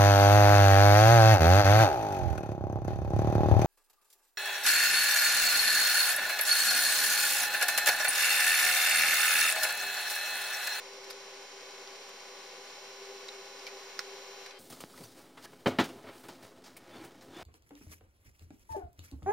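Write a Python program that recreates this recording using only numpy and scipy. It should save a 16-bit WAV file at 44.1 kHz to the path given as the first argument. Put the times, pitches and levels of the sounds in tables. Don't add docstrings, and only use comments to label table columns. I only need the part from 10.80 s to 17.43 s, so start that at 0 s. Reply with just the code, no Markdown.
import sys
import numpy as np
from scipy import signal
from scipy.fft import rfft, irfft
from scipy.io import wavfile

SR = 44100
rng = np.random.default_rng(int(sys.argv[2]) if len(sys.argv) > 2 else 0)


def put_to_file(sound):
    columns = np.atleast_2d(sound).T
    safe = np.clip(columns, -1, 1)
    whole_steps = np.round(safe * 32767)
    wavfile.write(sys.argv[1], SR, whole_steps.astype(np.int16))


N = 292383
SWITCH_S = 3.786


def amp(db):
    return np.exp(np.asarray(db) * np.log(10) / 20)


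def rms_one(x):
    return x / np.sqrt(np.mean(x ** 2) + 1e-20)


def in_time(rows):
    s, *columns = np.transpose(rows)
    return [np.interp(np.arange(N) / SR, s, column) for column in columns]


def gain_at(points):
    grid_hz = np.maximum(np.arange(N // 2 + 1) * SR / N, 1)
    points_hz, points_db = np.array(points)[:, 0], np.array(points)[:, 1]
    return amp(np.interp(np.log(grid_hz), np.log(points_hz), points_db))


def drift(corner_hz):
    r = np.exp(-80 * np.pi * corner_hz / SR)
    noise = rng.standard_normal(N // 40 + 2002)
    slow = signal.lfilter([1], [1, -2 * r, r * r], noise)[2000:]
    return np.interp(np.arange(N) / 40, np.arange(len(slow)), rms_one(slow))


def ring(x, hz, t60_s):
    r, w = amp(-60 / (t60_s * SR)), 2 * np.pi * hz / SR
    return signal.lfilter([0, np.sin(w)], [1, -2 * r * np.cos(w), r * r], x + 1e-18)


def cut(x, hz, kind, order=2):
    return signal.sosfilt(signal.butter(order, hz, kind, fs=SR, output="sos"), x)


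def burst(start_s, t60_s, rise_s):
    out, start = np.zeros(N), int(start_s * SR) + 1
    age_s = np.arange(start, min(N, start + int(2 * t60_s * SR))) / SR - start_s
    out[start:start + len(age_s)] = (1 - np.exp(-age_s / rise_s)) * amp(-60 * age_s / t60_s)
    return out


def grains(spread_db):
    return rms_one(rng.standard_normal(N) * amp(spread_db * np.minimum(rng.exponential(1, N), 4)))


# Hz, dB per Hz.
AIR_DENSITY = [(40, -116), (90, -110), (130, -101), (250, -95), (340, -96.5), (700, -84.5), (1150, -88),
               (1350, -89), (2700, -89), (3000, -92.5), (5500, -90), (6200, -96.5), (7500, -101),
               (12000, -106), (15500, -120)]
# centre in Hz, width in Hz, nominal level in dB.
HOUSING_MODES = [(289, 38, -73), (381.6, 13.5, -64), (410, 19, -63.5), (500.6, 56, -59), (557, 88, -63),
                 (821, 10, -67), (1105, 94, -63.5), (2150, 150, -76), (2760, 64, -68.5), (4410, 64, -69),
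                 (5030, 200, -81), (9100, 150, -93)]
# centre in Hz, width in Hz, depth in dB.
DESK_DIPS = [(744, 71, -2), (1396, 120, -2.5), (2410, 120, -2), (2810, 75, -3.5), (3060, 69, -2),
             (5510, 180, -5.5), (6960, 270, -3)]
# Hz, side over mid in dB.
AIR_SIDE_OVER_MID = [(60, -14), (99, -8), (160, -10), (270, -12), (450, -16.5), (740, -13), (1220, -11),
                     (2010, -6.5), (3330, 1), (5500, -4.5), (9080, -1.5), (15000, 1)]
# Hz, left over right in dB.
AIR_BALANCE = [(60, -2), (92, 1), (140, 5.5), (210, -1.5), (330, 3.5), (500, 1), (770, 0.5), (1170, 1),
               (1790, 1), (2740, 3.5), (4190, 0.5), (6410, -3), (9810, 1), (15000, 0.5)]


def air():
    hz = np.arange(N // 2 + 1) * SR / N
    power = gain_at(AIR_DENSITY) ** 2
    for centre_hz, width_hz, level_db in HOUSING_MODES:
        offset = 2 * (hz - centre_hz) / width_hz
        power = power + amp(level_db) ** 2 / width_hz / (1 + offset ** 2) ** 2
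    for centre_hz, width_hz, depth_db in DESK_DIPS:
        offset = 2 * (hz - centre_hz) / width_hz
        power = power * amp(depth_db / (1 + offset ** 2)) ** 2
    mid, side = rfft(rng.standard_normal((2, N))) * np.sqrt(power * SR / 2)
    side = side * gain_at(AIR_SIDE_OVER_MID)
    pan = np.sqrt(gain_at(AIR_BALANCE))
    return amp(.5 * drift(10.5)) * irfft([(mid + side) * pan, (mid - side) / pan], N)


SHAFT_HZ = 33.629
# multiple of shaft speed, level in dB, left over right in dB, left lead in rad.
GEAR_TONES = [(24, -65.5, -1.0, 0.1), (30, -65.0, -0.6, 0.1), (51, -75, 0, 0.0), (52, -75, 0, 0.0),
              (56, -73.0, 1.5, 0.0), (60, -75, -2.8, -0.0), (64, -70.2, -1.1, -0.3), (65, -67.1, 1.2, -0.7),
              (70, -71.6, 1.6, -2.6), (73, -71.6, 1.3, 0.4), (80, -80, 9.3, 1.0), (90, -67.1, 2.9, 2.6),
              (95, -83, 1.8, -1.0), (97, -81, -2.1, 0.4), (110, -74.5, 4.9, -2.5), (120, -62.9, 6.3, 0.4),
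              (121, -73.5, 4.4, 0.5), (139, -80.5, -0.9, -0.1), (140, -68.6, -1.3, 0.4),
              (145, -77, -2.2, 0.1), (150, -73.2, 2.3, -0.8), (155, -80.5, -3.2, -1.1),
              (159, -66, -4.6, 0.1), (160, -63.7, -6.4, 0.8), (165, -71.5, -8.1, 1.5),
              (169, -74.5, -3.9, 0.9), (170, -60.2, -4.0, 0.2), (174, -83, -6.1, 0.5),
              (175, -73.5, -4.5, 1.1), (180, -69.7, -6.6, -3.1), (181, -80.3, -5.2, 0.7),
              (185, -77.6, 4.9, 1.0), (190, -74.0, -5.3, -1.0), (193, -85, -7.6, -0.4),
              (195, -78.1, -9.1, -2.4), (199, -80.2, -10.4, 2.8), (200, -64.3, -10.8, -3.1),
              (205, -86.5, 0.9, -1.6), (210, -82.8, -1.7, -1.9), (215, -79.6, -3.4, 0.6),
              (220, -86, -12.6, 0.9), (230, -78.3, -6.9, -2.7), (255, -86.5, -3.1, 1.8),
              (265, -85, -2.4, 1.4), (269, -91, -0.8, 0.1), (270, -79.5, 3.2, 0.6), (295, -82.7, 3.3, 1.0),
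              (385, -95, -4.2, -0.5)]
# Hz, level in dB, left over right in dB, left lead in rad.
ROTOR_TONES = [(392.3, -58, 1.6, 0.2), (535.9, -71.0, -0.1, -0.2), (783.9, -69.6, 1.0, 0.1),
               (1472.3, -65.8, 1.9, -0.4), (1991.8, -80, 0.3, 0.4), (2239.9, -71.2, 3.6, -0.2),
               (2485.3, -72.4, -2.6, 0.3), (2742.8, -78, 7.8, -0.3), (2943.7, -73.8, 3.9, 0.0),
               (3133.5, -68, 12.9, 0.4), (3529.2, -70.6, -1.7, -2.4), (12061.7, -72.5, 10.0, -2.8)]
# time in seconds, then added dB below 400 Hz, at 3.1-3.2 kHz, above 12 kHz.
TONE_SWELL = [(0, 2, -5, -2), (.5, 1, -2, -11), (1.3, -4, -1.5, -3), (2, -4, -1.5, -2), (2.2, 5.5, -2, 1),
              (2.8, 2, -2.5, 1), (3.65, 2.5, -0.5, 4), (3.68, 2, -8, -14), (3.8, 4, 12, -15)]
WHINE_STOP_S, WHINE_STOP_DB_PER_S = 3.708, 301.5
THROB_DB, THROB_CORNER_HZ = 2.2, 10.0


def whine():
    t, out, sides = np.arange(N) / SR, 0, np.array([[.5], [-.5]])
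    stop_db = WHINE_STOP_DB_PER_S * np.maximum(t - WHINE_STOP_S, 0)
    low_db, middle_db, top_db = in_time(TONE_SWELL)
    slips = {}
    tones = [(multiple * SHAFT_HZ, *rest) for multiple, *rest in GEAR_TONES] + list(ROTOR_TONES)
    for hz, level_db, pan_db, lead_rad in tones:
        family = round(hz / SHAFT_HZ / 5)
        if family not in slips:
            slips[family] = 2 * np.pi * rng.random() + 0.25 * drift(6.0)
        phase = 2 * np.pi * hz * t + slips[family]
        swell_db = low_db * (hz < 400) + middle_db * (3100 < hz < 3200) + top_db * (hz > 12000)
        swell_db = swell_db - (hz > 5000) * stop_db
        waver_db = THROB_DB * drift(THROB_CORNER_HZ) if hz < 400 else 0.58 * drift(1.8)
        level = np.sqrt(2) * amp(level_db + swell_db + waver_db) * amp(pan_db * sides)
        out = out + level * np.sin(phase + lead_rad * sides)
    return out


# start in seconds, crackle in dB, thud, body and treble over
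# crackle in dB, ring in Hz, ring drive in dB, crackle t60 in seconds.
GUIDE_SNAPS = [(0.2424, -53, -1, -6, -5, 5400, -65, 0.05), (0.275, -56, 4, -6, -10, 500, -62, 0.1),
               (0.296, -59, 2, -4, -10, 524, -59, 0.04), (0.3016, -43.5, -11, -3, -2.5, 5030, -64, 0.058),
               (0.3067, -45, -9, -0.5, -5, 4930, -66, 0.045), (1.0737, -47.5, -4, -9, -17, 5600, -66, 0.04),
               (1.291, -47.5, -15, -1, -9, 5600, -72, 0.036), (2.4836, -40, -13, -6, -22, 5460, -63, 0.017),
               (2.4873, -44.5, -10, -3, -22, 4030, -53, 0.033),
               (2.867, -38.5, -20, -17, -13, 2290, -51.5, 0.026),
               (2.874, -46, -22, -12, -12, 2300, -59.5, 0.08),
               (3.1914, -34.5, -22, 1, -13.5, 1480, -71, 0.073),
               (3.6606, -46.5, -15, 3, -8, 4030, -69, 0.078), (3.708, -43.5, -17, -7, -21, 2500, -61, 0.03)]
# Hz, strike in dB, t60 in seconds.
GUIDE_CRACK = [(1480, -30, 0.019), (2430, -40, 0.014), (3770, -31, .012), (4940, -31, 0.014),
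               (5200, -23.5, 0.014), (6330, -34, 0.015)]
# time in seconds, strike in dB.
ROLLER_TICKS = [(0.1336, -44.5), (0.3301, -48), (0.401, -48), (0.461, -51), (0.5438, -48), (0.6284, -50),
                (0.7203, -48), (0.8086, -47), (0.9084, -45), (0.996, -46), (1.157, -47), (1.2254, -52),
                (1.4035, -48), (1.589, -46), (1.6744, -52), (1.7394, -52), (1.903, -47), (1.9874, -51),
                (2.2544, -49), (2.6564, -44), (2.7937, -45)]
CRACK_S = 3.192
SNAP_PAN_DB = -3
TICK_HISS_DB = -4.5
SNAP_BANDS_HZ = [300, 1900], [1100, 3300], [3000, 5250], [8500, 12600]


def sheet():
    out, crackle = np.zeros((2, N)), np.array([grains(3.7), grains(0.97)])
    crackle = 0.45 * crackle[0] + 0.72 * crackle
    layers = [rms_one(cut(crackle, edges_hz, "band")) for edges_hz in SNAP_BANDS_HZ]
    for s, level_db, thud_db, body_db, treble_db, hz, ring_db, t60_s in GUIDE_SNAPS:
        shape = burst(s, t60_s, 0.00027) + 0.84 * burst(s, 0.0077, 0.00033)
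        bands_db = level_db + thud_db, level_db + body_db, level_db, level_db + treble_db
        near = slice(int(s * SR), int(s * SR) + SR // 4)
        out[:, near] += amp(ring_db) * ring((crackle * shape)[:, near], hz, 0.015)
        out[:, near] += shape[near] * sum(amp(db) * layer[:, near] for db, layer in zip(bands_db, layers))
    click = 1. * (np.arange(N) == round(CRACK_S * SR))
    out += sum(amp(db) * ring(click, hz, t60_s) for hz, db, t60_s in GUIDE_CRACK)
    out *= amp([[SNAP_PAN_DB / 2], [-SNAP_PAN_DB / 2]])
    tick_shape = sum(amp(db + TICK_HISS_DB) * burst(s, 0.03, .0005) for s, db in ROLLER_TICKS)
    strikes = np.zeros(N)
    strikes[[round(s * SR) for s, db in ROLLER_TICKS]] = amp(np.array(ROLLER_TICKS)[:, 1])
    out += ring(strikes, 4800, 0.019) + ring(strikes, 5650, 0.011)
    hiss = rms_one(cut(crackle, [4500, 6000], "band"))
    hiss = hiss + amp(-9.0) * rms_one(cut(crackle, [8500, 11500], "band"))
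    return cut(out, 320, "high") + tick_shape * hiss


BODY_DB, TREBLE_DB, SPLIT_HZ = .5, -2.5, 4600
FADE_START_S, BODY_FADE_DB_PER_S, TREBLE_FADE_DB_PER_S = 3.647, 29, 43
CUT_OFF_S = .006


def printer():
    t = np.arange(N) / SR
    fading_s = np.maximum(t - FADE_START_S, 0)
    on = np.clip(1 - (t - SWITCH_S) / CUT_OFF_S, 0, 1) ** 2
    x = whine() + air() + sheet()
    low, high = [cut(cut(x, SPLIT_HZ, kind), SPLIT_HZ, kind) for kind in ("low", "high")]
    body = amp(BODY_DB - BODY_FADE_DB_PER_S * fading_s) * low
    treble = amp(TREBLE_DB - TREBLE_FADE_DB_PER_S * fading_s) * high
    return on * (body + treble)


SHOP_T60_S, SHOP_DB = 0.24, -13.5


def workshop(x):
    age_s = np.arange(int(.6 * SR)) / SR
    tail = rng.standard_normal(len(age_s)) * amp(-60 * age_s / SHOP_T60_S) * (age_s > .004)
    response = cut(tail / np.linalg.norm(tail), 9100, "low")
    return amp(SHOP_DB) * signal.fftconvolve(x, response)[:N]


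# start in seconds, length in seconds, Hz,
# level at the crest in dB, resonance t60 in seconds.
NARROW_BLIPS = [(3.901, 0.046, 3200, -58, .015), (4.13, 0.026, 1290, -55, .015),
                (4.233, .02, 4600, -55, .015), (4.238, .03, 6000, -59, .008),
                (4.636, 0.045, 1660, -55.5, 0.02), (5.959, 0.025, 2280, -55, .015),
                (6.095, 0.11, 3525, -61, 0.05), (6.135, .04, 330, -52, 0.06), (6.195, .04, 330, -49, 0.06),
                (6.134, 0.088, 4400, -67, .05), (6.19, .08, 2350, -66, .02), (6.51, 0.13, 3500, -61, 0.05),
                (6.57, 0.08, 700, -50.5, 0.035), (6.555, 0.035, 342, -50, .06)]


def narrow_blips():
    t, out, noise = np.arange(N) / SR, 0, rng.standard_normal(N)
    for s, length_s, hz, level_db, t60_s in NARROW_BLIPS:
        swell = np.sin(np.pi * np.clip((t - s) / length_s, 0, 1))
        out = out + amp(level_db) * swell * rms_one(ring(noise, hz, t60_s))
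    return out


# start in seconds, strike in dB, Hz.
THUMP_MODES = [(3.889, -62, 255), (4.032, -62, 256), (4.204, -42.5, 173), (4.233, -46.5, 117),
               (4.864, -32, 150), (4.866, -20, 244), (4.87, -24, 410), (4.873, -27, 654), (4.875, -33, 565),
               (4.988, -27, 247), (4.989, -25.5, 340), (4.991, -30, 544), (4.993, -23, 250.4),
               (4.998, -26, 695), (5.0, -26, 883), (5.015, -26.5, 247), (5.02, -36, 550), (5.278, -55, 255),
               (5.484, -48, 246)]
THUMP_T60_S = 0.095


def thump_modes():
    out = np.zeros(N)
    click = 1. * (np.arange(SR // 2) == 0)
    for s, strike_db, hz in THUMP_MODES:
        at = round(s * SR)
        out[at:at + SR // 2] += amp(strike_db) * ring(click, hz, THUMP_T60_S)
    return cut(out, 830, "low")


POP_S, POP_DB, POP_LOW_HZ, POP_HIGH_HZ = 4.03875, -26, 130, 520


def pop():
    click = 1. * (np.arange(N) == round(POP_S * SR))
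    push = cut(cut(click, [POP_LOW_HZ, POP_HIGH_HZ], "band", order=1), 4800, "low")
    return amp(POP_DB) * push / push.max()


def contact(level_db, boom_db, rustle_db, fizz_db):
    return amp(level_db + np.array([[boom_db], [0], [rustle_db], [rustle_db + fizz_db]])) ** 2


def struck(drive, modes, spread_db):
    touch = [grains(spread_db), grains(spread_db)] * len(modes)
    steady_power = sum(amp(db) ** 2 * t60_s * SR / 4 / (3 * np.log(10)) for hz, db, t60_s in modes)
    ringing = sum(amp(db) * ring(g * drive, hz, t60_s) for g, (hz, db, t60_s) in zip(touch, modes))
    return ringing / np.sqrt(steady_power)


# time in seconds, rustle level in dB.
BED_RUSTLE = [(3.79, -66), (4.08, -69), (4.3, -64), (4.56, -80), (4.84, -74), (5.1, -61), (5.17, -70),
              (5.55, -73.5), (6.63, -69.5)]
# peak in seconds, rise and fall in seconds per 10 dB (at least 0.001 is used),
# scrape in dB, boom over scrape in dB, rustle over scrape in dB, fizz over rustle in dB.
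SHEET_SLIDES = [(3.79, -1, 0.18, -67, 7.5, 2.5, 10.5), (3.924, -0.25, 0.14, -59, 0, 2, 0.5),
                (4.006, -0.22, 0.04, -61.5, 7, 5, -3), (4.225, 0.16, 0.08, -62, 4.5, 0.5, 6),
                (4.4, 0.06, 0.1, -60.5, 0, -5, 4.5), (4.576, -0.01, -0.06, -52, -14, -14, -4),
                (4.658, 0.04, -0.02, -50, -4, -1.5, -1), (4.75, 0.5, 0.5, -66.5, -5, -2.5, 2),
                (5.131, 0.1, 0.18, -58, 7, -10, 2), (5.281, 0.03, 0.1, -51, -11, -16, -2),
                (5.37, 0.1, 0.24, -72, 2, 5.5, 6.5), (5.493, -0.05, 0.06, -52, 2, -4.5, -7),
                (5.582, -0.54, 0.12, -60, 2.5, -9, -1), (5.638, -0.17, 0.07, -57.5, 3, -3.5, -0.5),
                (5.75, -0.2, 0.4, -67, 4.5, -7, -12.5), (5.859, -0.23, 0.05, -56.5, -14, -1, -3),
                (5.972, 0, 0, -58, -7, 0.5, 13), (6.15, 0.11, 0.16, -53.5, -1.5, -12.5, -2),
                (6.259, 0.16, 0, -55.5, 3, -8, 0), (6.422, -0.14, .07, -65.5, -3, -4, 5.5),
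                (6.49, 0.2, 0.15, -70, 13.5, -10, -5), (6.58, 0.05, .5, -50, -5.5, -9, -4)]
# start in seconds, slap (scrape layer) in dB, boom over slap in dB,
# rustle over slap in dB, fizz over rustle in dB, t60 in seconds.
SHEET_BLOWS = [(3.901, -53.5, 5, 4.5, 5, 0.095), (3.923, -48, 4, -1, 2, 0.066),
               (3.97, -55, -13, -5, -10, 0.055), (4.004, -43.5, 0.5, -4, 6, 0.072),
               (4.098, -54, 2.5, -15, -5, .04), (4.176, -45.5, -13, -6, 1, 0.046),
               (4.207, -51.5, 9.5, -17, -2, 0.065), (4.234, -53.5, -1, -2.5, 7, 0.11),
               (4.572, -46.5, -7, -13, -5, 0.14), (4.639, -63, 6, -3, -6, .073),
               (4.732, -47, 6, -19, 1, 0.028), (4.859, -33.5, 8, -35, -17, 0.056),
               (4.8595, -21, 3.5, -28, -15, 0.081), (4.871, -37, 10.5, -4, -5.5, 0.15),
               (4.904, -43.5, 4, -26, -3, 0.36), (4.921, -52, 4, -22, -3, 0.042),
               (4.9863, -17.5, -1, -24, -19, 0.068), (4.996, -23.5, -1, -13, -14, 0.14),
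               (5.038, -40, 4, -4, -0.5, 0.12), (5.09, -46, 3, -16.5, 4, 0.11),
               (5.239, -51.5, 8, -18, -4, 0.11), (5.268, -48, 4, -17, -4, 0.087),
               (5.289, -44, 7, -15, -4, 0.036), (5.435, -51.5, 2, -8.5, 1, 0.22),
               (5.484, -42.5, -6.5, -6, -1, 0.08), (5.627, -51, 0, -4.5, 1.5, 0.11),
               (5.718, -57, 5, -10, -5, 0.068), (5.839, -56.5, -3, 3, -10, 0.18),
               (5.967, -51, -11, 0.5, 8.5, 0.053), (6.245, -55.5, 6, -12, 15, 0.16),
               (6.409, -57, -9, -2, -15, 0.15), (6.482, -57, 10, -14.5, -5, .03),
               (6.506, -57, 11, -11, -5, .03)]
# Hz, relative level in dB, t60 in seconds.
BOARD_MODES = [(99, -29.5, 0.047), (137, -20, 0.043), (188, -11.5, 0.082), (262, -1, 0.09),
               (346, 2.5, 0.048), (425.5, 0.5, 0.055), (519, -0.5, 0.047), (657, 1, 0.024), (843, 2, 0.028),
               (990, 1, 0.022), (1280, 0.5, 0.026), (1450, -6, 0.027), (1834, -3, 0.02),
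               (2230, -2.5, 0.027), (2460, -11, 0.04), (2860, -9.5, 0.041), (3080, -6, 0.044),
               (3490, -11.5, 0.04), (3890, -8, 0.044), (4450, -15, 0.054)]
# Hz, relative dB per Hz.
SCRAPE_COLOUR = [(450, -8), (800, 1.5), (1000, 1), (1500, -0.5), (2200, -4.5), (3200, -8), (4200, -13.5),
                 (6000, -35.5)]
# Hz, relative dB per Hz.
RUSTLE_COLOUR = [(2000, -14), (3500, 1.5), (5000, 3), (7000, -2), (9000, -9.5), (11000, -17)]
# Hz, relative dB per Hz.
FIZZ_COLOUR = [(6500, -10.5), (9000, -2.5), (11500, -8.5), (14000, -8), (16000, -4.5)]
LOW_MODES = 8
RING_DB, SCRAPE_NOISE_DB = -5.5, -1.5
BED_BOOM_DB, BED_SCRAPE_DB, BED_FIZZ_OVER_RUSTLE_DB = -60.5, -68, -2
BLOW_RISE_S = 0.0021


def cardboard():
    t = np.arange(N) / SR
    rustle_db, = in_time(BED_RUSTLE)
    bed_db = [BED_BOOM_DB + 0 * t, BED_SCRAPE_DB + 0 * t, rustle_db, rustle_db + BED_FIZZ_OVER_RUSTLE_DB]
    power = amp(bed_db) ** 2
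    for s, rise, fall, *levels_db in SHEET_SLIDES:
        swell_db = -10 * np.maximum((s - t) / max(rise, 1e-3), (t - s) / max(fall, 1e-3))
        power += contact(*levels_db) * amp(swell_db) ** 2
    uneven_db = 0.47 * drift(33) + 1.1 * drift(79)
    power *= (t >= SWITCH_S) * np.array([amp(uneven_db + 0.17 * drift(24)) ** 2 for layer in power])
    for s, *levels_db, t60_s in SHEET_BLOWS:
        shape = burst(s, t60_s, BLOW_RISE_S) + 0.83 * burst(s, 0.0057, 0.00028)
        power += contact(*levels_db) * shape ** 2
    boom, scrape, rustle, fizz = np.sqrt(power)
    out = struck(boom, BOARD_MODES[:LOW_MODES], spread_db=1.15)
    out += amp(RING_DB) * struck(scrape, BOARD_MODES[LOW_MODES:], spread_db=2.0)
    rubs = scrape * amp(SCRAPE_NOISE_DB), rustle, fizz
    for level, colour in zip(rubs, (SCRAPE_COLOUR, RUSTLE_COLOUR, FIZZ_COLOUR)):
        out += level * rms_one(irfft(rfft(grains(3.3)) * gain_at(colour), N))
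    return out + thump_modes()


def scene():
    bench = cardboard() + narrow_blips()
    return printer() + cut(bench + workshop(bench) + pop(), 102, "high", order=4)


OFFSET, RUMBLE_DB, CUTOFF_HZ = -.0005, -86.5, 15800


def record(dry):
    rumble = amp(RUMBLE_DB) * rms_one(cut(rng.standard_normal(N), 32, "low"))
    low_pass = signal.ellip(12, .5, 70, CUTOFF_HZ, fs=SR, output="sos")
    return signal.sosfilt(low_pass, dry + rumble + OFFSET)


dry = scene()
out = record(dry)
put_to_file(out)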